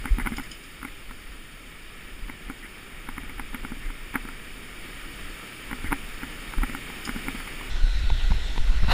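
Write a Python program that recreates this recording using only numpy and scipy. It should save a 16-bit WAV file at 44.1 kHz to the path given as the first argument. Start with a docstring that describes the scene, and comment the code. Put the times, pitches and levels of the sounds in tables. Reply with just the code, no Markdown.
"""Rocky shore, microphone inside the plastic case of a camera worn by an angler. The surf just below
draws back, then slowly builds, as churning water and hissing foam. Right at the microphone the case
knocks and rattles on its mount as the rod is handled; the reel ticks and a light wind rumbles.
At 7.7 s we cut to a second camera on the rocks, further from the water: duller surf, hard wind
buffets, a thin whirr, a few taps and, at the very end, the swish of a cast."""
import sys
import numpy as np
from scipy import signal
from scipy.fft import rfft, irfft, next_fast_len
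from scipy.io import wavfile
from scipy.ndimage import uniform_filter1d

SR = 44100
rng = np.random.default_rng(int(sys.argv[2]) if len(sys.argv) > 2 else 0)


def put_to_file(sound):
    """Save the sound as 16-bit audio at rate SR, in the file named by the first command-line argument."""
    columns = np.atleast_2d(sound).T  # one column per channel
    safe = np.clip(columns, -1, 1)
    whole_steps = np.round(safe * 32767)
    wavfile.write(sys.argv[1], SR, whole_steps.astype(np.int16))


N = 393807

# near surf drawing back and building: t/s, churn level/dB, foam level/dB
SURF_LEVELS = [(0.3, -56.5, -54.5), (0.6, -59, -56.5), (1.6, -58.5, -58), (3.3, -57, -57),
               (4.4, -56, -55.5), (5.15, -54.5, -53.2), (6.3, -53.6, -52.6), (7.25, -51.5, -50.5),
               (7.69, -52.6, -51.8)]
# spectrum of the near surf: f/Hz, level/dB
SURF_COLOUR = [(20, -25), (60, -27), (100, 5), (330, 2), (600, -8), (1000, -8.5), (1500, -4), (2600, -2.5),
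               (4200, -12), (9000, -18.5), (12000, -18.5), (15000, -18)]
# peaks and notches of the worn camera's case: f/Hz, width/Hz, gain/dB
WORN_CASE = [(1276, 136, 6), (1827, 220, 4.3), (2285, 190, 6.3), (2900, 140, 2.5), (3130, 130, 3),
             (3704, 63, 5.5), (4080, 425, -7.5), (6000, 573, -17), (7830, 300, -8.5), (9870, 1670, 9),
             (11900, 2360, -15.5), (14000, 990, 6)]
# spectrum of the surf from further back: f/Hz, level/dB
FAR_SURF_COLOUR = [(60, 9), (250, 3.5), (600, -2), (1100, -3), (2200, 1), (3300, 0.5), (4300, -1.5),
                   (4900, -11), (6500, -11.5), (9500, -17), (12000, -22.5), (15000, -28)]
# resonances of the camera on the rocks: f/Hz, width/Hz, gain/dB
ROCK_CASE = [(830, 150, 2), (1442, 116, 10), (1930, 100, 5.5), (2680, 110, 3), (3980, 410, 0.5),
             (5350, 500, 5.5)]
# thin whirrs: middle t/s, level over the surf/dB
WHIRR_SWELLS = [(8.02, 8.5), (8.39, 6)]
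# the case knocking on its mount: t/s, relative clack level/dB, relative thud level/dB
CASE_KNOCKS = [(0.0554, -25, -28.5), (.1845, -30.5, -24.5), (.1975, -30.5, -38), (.262, -25, -30),
               (.271, -22, -25.5), (0.3204, -35, -25), (.3826, -28, -32), (0.3963, -31, -30.5),
               (0.8289, -30.5, -35.5), (0.8495, -29, -31.5), (1.1097, -37, -39.5), (2.2971, -31, -35.5),
               (2.499, -30.5, -30.5), (3.088, -28.5, -34.5), (3.1805, -28.5, -32.5), (3.2336, -39.5, -37),
               (3.295, -36.5, -43), (3.3957, -27, -33.5), (3.5454, -28.5, -29.5), (3.6485, -29, -31),
               (3.7194, -36.5, -28), (3.9026, -35.5, -40), (4.1556, -18.5, -23.5), (4.2513, -38, -34),
               (4.2874, -32.5, -37), (5.7118, -30, -34), (5.7294, -27, -28), (5.8435, -37, -30),
               (5.9204, -22.5, -27), (5.927, -18.5, -20.5), (6.2323, -28.5, -30), (6.5365, -29.5, -40),
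               (6.582, -34, -30.5), (6.6334, -22, -24.5), (6.6967, -33.5, -30), (6.7484, -27.5, -30),
               (6.9001, -34, -42), (7.0752, -28.5, -35), (7.092, -25, -26), (7.1618, -33.5, -26),
               (7.283, -23.5, -26.5), (7.3483, -39, -30.5), (7.4016, -32.5, -43), (7.4744, -34.5, -42),
               (7.6111, -34, -40.5)]
# spectrum of a clack: f/Hz, level/dB
CLACK_COLOUR = [(300, -22), (640, -25), (810, -1), (1130, -4), (1400, 1), (1780, -6), (2200, -0.5),
                (2500, -13.5), (3200, -20.5), (4200, -30.5), (8000, -41), (9800, -17.5), (11500, -21),
                (14200, -20.5)]
# ringing and notches of the knocked plastic shell: f/Hz, width/Hz, gain/dB
SHELL_MODES = [(930, 210, 0.5), (1416, 89, 2), (2060, 300, 1.5), (6000, 2000, -8), (9930, 220, 4.5),
               (11400, 380, -18), (11800, 90, 9), (12000, 330, -14), (12280, 90, 8), (12500, 380, -16),
               (14130, 200, 7), (15000, 530, -15)]
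# the body shoving the camera: t/s, level/dB, f/Hz
BODY_SHOVES = [(0.107, -12, 42), (0.226, -24, 34), (.79, -32, 35.3), (1.29, -34, 41), (2.221, -28.5, 29.8),
               (2.461, -29, 31.4), (3.85, -28, 32), (5.838, -31, 70), (5.885, -20, 26.5), (6.573, -15, 29),
               (6.608, -19, 35.4)]
# the glove rubbing along the rod: t/s, length/s, level/dB
GLOVE_RUBS = [(.062, 0.039, -41.5), (.19, 0.042, -37), (.32, 0.028, -40), (.41, 0.087, -47.5),
              (.87, .035, -47), (2.62, 0.054, -43.5), (3.82, 0.065, -45.5), (5.845, .05, -37.5)]
# spectrum of a rub: f/Hz, level/dB
RUB_COLOUR = [(100, -9), (300, -0.5), (620, -24), (1300, -11), (2100, 2), (3000, -41), (6000, -34),
              (10000, -19), (12000, -28), (14200, -25)]
# light metal ticks of the reel: t/s, level/dB
REEL_TICKS = [(.367, -35), (0.435, -48.5), (.514, -36.5), (0.636, -47.5), (7.051, -32)]
# spectrum of a tick: f/Hz, level/dB
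TICK_COLOUR = [(1500, -33), (2600, -13), (3050, 7), (3400, -9), (3650, -5.5), (4200, -17), (5100, 3.5),
               (6000, -24), (7000, 0), (7900, -29), (8900, -5), (12000, -32)]
# the reel's metal ringing on: f/Hz, level against the tick/dB, t60/s
REEL_MODES = [(3000, -9.5, 0.18), (5160, -16, 0.18), (6760, -15, 0.16), (8995, -19, .15)]
# spectrum of the rod's swish: f/Hz, level/dB
SWISH_COLOUR = [(350, -24), (520, -0.5), (1050, 3.5), (1450, -5), (1800, 0), (2300, -11), (2750, 3),
                (3200, -14), (3800, 1), (4350, -2), (5200, -20.5), (7000, -24.5), (10500, -25),
                (15000, -31)]
# taps close to the camera on the rocks: t/s, level/dB
CLOSE_TAPS = [(8.1008, -26), (8.318, -27.5), (8.559, -36), (8.578, -24.5)]
# spectrum of a tap: f/Hz, level/dB
TAP_COLOUR = [(120, 7.5), (300, 1), (600, -3), (950, 8), (1400, -15), (2100, -3), (2800, -9), (5000, -17),
              (14000, -48)]
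# hard wind buffets on the rocks: t/s, level/dB
GALE_BUFFETS = [(7.74, -21.5), (7.84, -13.5), (7.96, -19.5), (8.055, -16.5), (8.122, -14.5), (8.245, -15.5),
                (8.32, -13), (8.599, -14), (8.7, -12.5), (8.77, -17), (8.832, -13.5), (8.92, -14.5)]
# spectrum of the hard wind: f/Hz, level/dB
GALE_COLOUR = [(10, -1.5), (22, 1.5), (35, 2.5), (48, -5.5), (70, -18), (110, -28.5), (200, -40),
               (500, -63), (2000, -92)]
# gusts slapping the camera on the rocks: t/s, length/s, level/dB
GUST_SLAPS = [(8.303, 0.016, -26), (8.826, 0.028, -27), (8.88, 0.031, -25.5)]
# spectrum of a slap: f/Hz, level/dB
SLAP_COLOUR = [(40, -7), (110, 1), (200, -9.5), (400, -29.5), (1500, -24.5), (6000, -62)]
# light wind on the worn case, with its lulls: t/s, level/dB
BREEZE_LEVELS = [(0, -35), (.22, -28.5), (.64, -49), (.95, -42), (1.75, -44.5), (2.3, -39.5), (2.8, -47),
                 (3.15, -36), (4.95, -42.5), (5.27, -36), (5.45, -52), (5.85, -36), (6.35, -41),
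                 (7.69, -39)]
# spectrum of the light wind: f/Hz, level/dB
BREEZE_COLOUR = [(10, -3), (22, 4.5), (36, -0.5), (55, -12.5), (90, -17), (160, -29), (400, -44),
                 (1500, -90)]

CUT_S = 7.696  # from the worn camera to the one on the rocks
LEAD_S = 0.015  # run-up of a clack before its blow


def near_surf():
    """Just below the angler, white water churns in the middle range and foam hisses on top."""
    t, hz = frames()
    colour = spectrum(SURF_COLOUR, hz) + bells(WORN_CASE, hz)
    foam = np.clip((hz - 2200) / 2200, 0, 1)
    level = (1 - foam) * curve(SURF_LEVELS, t) + foam * curve(SURF_LEVELS, t, column=2)
    return churn(colour + level, patchy_db=0.54, flicker_db=0.62)


def far_surf(level_db=-57.5, whirr_hz=3870, sag_hz_per_s=1600, width_hz=540, spread_s=0.22):
    """The same sea from further back, steady; a thin whirr rises out of it twice, sinking in pitch."""
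    t, hz = frames()
    whirrs = [(whirr_hz - sag_hz_per_s * (t - s), width_hz, db * np.exp(-((t - s) / spread_s) ** 2))
              for s, db in WHIRR_SWELLS]
    colour = spectrum(FAR_SURF_COLOUR, hz) + bells(ROCK_CASE, hz)
    return churn(colour + bells(whirrs, hz) + level_db, patchy_db=1.6, flicker_db=0.56)


def churn(field_db, patchy_db, flicker_db, size=512):
    """Water noise on a time-frequency grid: patches of bursting foam and quick, wide-band splashes."""
    real, imag, patches, splashes = rng.standard_normal((4,) + field_db.shape)
    patches = unit_rms(uniform_filter1d(uniform_filter1d(patches, size=26, axis=0), size=7, axis=1))
    splashes = unit_rms(uniform_filter1d(uniform_filter1d(splashes, size=4, axis=0), size=50, axis=1))
    water = (real + 1j * imag) * gain_of(field_db + patchy_db * patches + flicker_db * splashes)
    return signal.istft(water.T, nperseg=size, noverlap=size - size // 4)[1][:N]


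def knocks(thud_boost_db=4, thud_hz=265.4, thud_t60=0.066):
    """Right at the microphone, each knock clacks the shell and sets the camera ringing low on its mount."""
    out, t = np.zeros(N), np.arange(SR // 6) / SR
    for s, clack_db, thud_db in contacts():
        hit = clack(CLACK_COLOUR, contact_s=0.0011, rattle_db=-10, rattle_s=0.0094)
        add(out, s - LEAD_S, gain_of(clack_db) * hit)
        softness = 1 + 0.0085 * min(clack_db - thud_db, 0)  # soft blows ring lower
        hz = thud_hz * rng.uniform(0.94, 1.034) * softness
        thud = np.sin(2 * np.pi * hz * t) * gain_of(-60 * t / thud_t60)
        add(out, s - 0.0006, -gain_of(thud_db + thud_boost_db) * thud)
    return out


def contacts(touch_db=-12.5, touch_lead_s=0.014):
    """Case and mount meet twice each time: a light first touch, then the knock."""
    for s, clack_db, thud_db in CASE_KNOCKS:
        yield s - touch_lead_s, clack_db + touch_db, thud_db + touch_db
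        yield s, clack_db, thud_db


def clack(colour, contact_s, rattle_db, rattle_s):
    """Hard parts chatter for a moment, then buzz faintly; the blow comes at LEAD_S, at level one."""
    t = np.arange(SR // 10) / SR - LEAD_S
    since = np.maximum(t, 0) / contact_s
    chatter = rfft((since * np.exp(1 - since)) ** 2 * rng.standard_normal(len(t)))
    blow = irfft(chatter / (abs(chatter) + 1e-9) ** 0.49, len(t))  # a hard blow has a flatter spectrum
    blow_level = np.sqrt(uniform_filter1d(blow ** 2, size=60).max())
    buzz = np.exp(np.minimum(t / 0.003, -t / rattle_s)) * rng.standard_normal(len(t))
    sound = coloured(blow + gain_of(rattle_db) * blow_level * buzz, colour)
    return sound / np.sqrt(uniform_filter1d(sound ** 2, size=90).max())


def sways(level_db=-35.5, hz=27, lead_s=0.019, width_s=0.021):
    """Before each knock the case swings out and back towards its stop."""
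    out, t = np.zeros(N), np.arange(-SR // 16, SR // 16) / SR
    swing = -gain_of(level_db) * np.exp(-(t / width_s) ** 2) * np.sin(2 * np.pi * hz * t)
    for s, *_ in CASE_KNOCKS:
        add(out, s - lead_s + t[0], swing)
    return out


def shoves(decay_s=0.012):
    """A soft shove of the body rocks the case for a cycle or two."""
    out, t = np.zeros(N), np.arange(SR // 4) / SR
    push = t / decay_s * np.exp(1 - t / decay_s)
    for s, db, hz in BODY_SHOVES:
        add(out, s, -gain_of(db) * push * np.sin(2 * np.pi * hz * t))
    return out


def puffs(rows, colour, rough_db):
    """Short swells of uneven noise, from cloth that slips or air that tumbles."""
    out = np.zeros(N)
    for s, length, db in rows:
        count = max(int(length * SR), 256)
        slips = gain_of(rough_db * unit_rms(uniform_filter1d(rng.standard_normal(count), size=100)))
        sound = unit_rms(coloured(slips * rng.standard_normal(count), colour)[:count])
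        add(out, s, gain_of(db) * sound * signal.windows.tukey(count, 0.5))
    return out


def reel():
    """Within arm's reach the reel ticks, and each tick leaves a faint metallic ring."""
    out = hits(REEL_TICKS, TICK_COLOUR, contact_s=0.0025, rattle_db=-8.5, rattle_s=0.028)
    t = np.arange(SR // 4) / SR
    ring = sum(gain_of(db - 60 * t / t60) * np.sin(2 * np.pi * hz * t) for hz, db, t60 in REEL_MODES)
    for s, db in REEL_TICKS:
        add(out, s, gain_of(db) * ring)
    return out


def hits(rows, colour, contact_s, rattle_db, rattle_s):
    """Small hard contacts of one object, close and dry."""
    out = np.zeros(N)
    for s, db in rows:
        add(out, s - LEAD_S, gain_of(db) * clack(colour, contact_s, rattle_db, rattle_s))
    return out


def cast(peak_s=8.921, peak_db=-21, rise_db_per_s=392, fall_db_per_s=700):
    """Heard from the rocks, air tears round the rod and line as the swing gathers speed."""
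    t = np.arange(N) / SR - peak_s
    air = steady_noise(lambda hz: spectrum(SWISH_COLOUR, hz) + bells(ROCK_CASE, hz))[:N]
    level = peak_db + np.minimum(rise_db_per_s * t, -fall_db_per_s * t)
    return air * gain_of(np.maximum(level, -120))


def wind(gusts, colour, steadiness):
    """Eddies push on the microphone, following the gusts; steadiness (0 to 1) evens out their flutter."""
    eddies = steady_noise(lambda hz: spectrum(colour, hz))
    flutter = uniform_filter1d(abs(signal.hilbert(eddies)), size=1900)
    return unit_rms(eddies / flutter ** steadiness)[:N] * gusts


def gale_strength(steady_db=-26.5, rise_s=0.02, fall_s=0.045):
    """On the rocks, buffets swell quickly and die more slowly over a steady blow."""
    t = np.arange(N) / SR
    buffets = [gain_of(db) * np.exp(-np.maximum((s - t) / rise_s, (t - s) / fall_s))
               for s, db in GALE_BUFFETS]
    return np.sqrt(gain_of(steady_db) ** 2 + np.sum(np.square(buffets), axis=0))


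def steady_noise(db_at):
    """Noise of rms one; db_at gives its spectrum at any frequency."""
    size = next_fast_len(N, True)
    gains = gain_of(db_at(np.fft.rfftfreq(size, 1 / SR)))
    return unit_rms(irfft(rfft(rng.standard_normal(size)) * gains, size))


def causal(x, db_at, size=4096):
    """A filter that rings only after the sound; db_at gives its gain at any frequency."""
    log_gain = np.log(gain_of(db_at(abs(np.fft.fftfreq(size, 1 / SR)))))
    response = np.fft.ifft(np.exp(np.conj(signal.hilbert(log_gain)))).real
    return signal.fftconvolve(x, response[:size // 2])


def coloured(x, colour):
    """Filters a sound by a spectrum table."""
    return causal(x, lambda hz: spectrum(colour, hz))


def spectrum(colour, hz):
    """A spectrum table in dB, joined on a log-frequency axis."""
    f, db = np.transpose(colour)
    return np.interp(np.log(hz + 1), np.log(f + 1), db)


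def bells(modes, hz):
    """The dB response of a set of peaks and notches."""
    return sum(db * np.exp(-2 * ((hz - f) / width) ** 2) for f, width, db in modes)


def curve(rows, t, column=1):
    """One column of a timed table, read at the times t."""
    return np.interp(t, np.array(rows)[:, 0], np.array(rows)[:, column])


def frames(size=512):
    """Times (a column) and frequencies (a row) of the short-time grid."""
    hop = size // 4
    return np.arange(N // hop + 5)[:, None] * hop / SR, np.fft.rfftfreq(size, 1 / SR)


def add(mix, s, sound):
    """Mixes a sound in at s seconds."""
    part = mix[max(round(s * SR), 0):][:len(sound)]
    part += sound[:len(part)]


def gain_of(db):
    """Decibels to amplitude."""
    return 10 ** (np.asarray(db) / 20)


def unit_rms(x):
    """Scales to an rms of one."""
    return x / np.sqrt(np.mean(x ** 2) + 1e-20)


def scene():
    """Mono: the microphone on the angler, then the one on the rocks."""
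    t = np.arange(N) / SR
    handling = knocks() + puffs(GLOVE_RUBS, RUB_COLOUR, rough_db=1.3)
    through_shell = causal(handling, lambda hz: bells(SHELL_MODES, hz))[:N]
    ticks = reel()
    breeze = wind(gain_of(curve(BREEZE_LEVELS, t)), BREEZE_COLOUR, steadiness=0.24)
    on_angler = near_surf() + through_shell + sways() + shoves() + ticks + breeze
    taps = hits(CLOSE_TAPS, TAP_COLOUR, contact_s=0.0014, rattle_db=-15, rattle_s=0.008)
    sea = far_surf()
    gale = wind(gale_strength(), GALE_COLOUR, steadiness=0.87)
    slaps = puffs(GUST_SLAPS, SLAP_COLOUR, rough_db=3.3)
    on_rocks = sea + cast() + taps + gale + slaps
    cut = np.clip((t - CUT_S) / 0.004, 0, 1)
    return ((1 - cut) * on_angler + cut * on_rocks)[None]


def record(dry):
    """Both cameras pass nothing much above 15.4 kHz."""
    lowpass = signal.firwin(511, 15400, window=("kaiser", 9), fs=SR)
    return signal.oaconvolve(dry, lowpass[None], "same")


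dry = scene()
out = record(dry)
put_to_file(out)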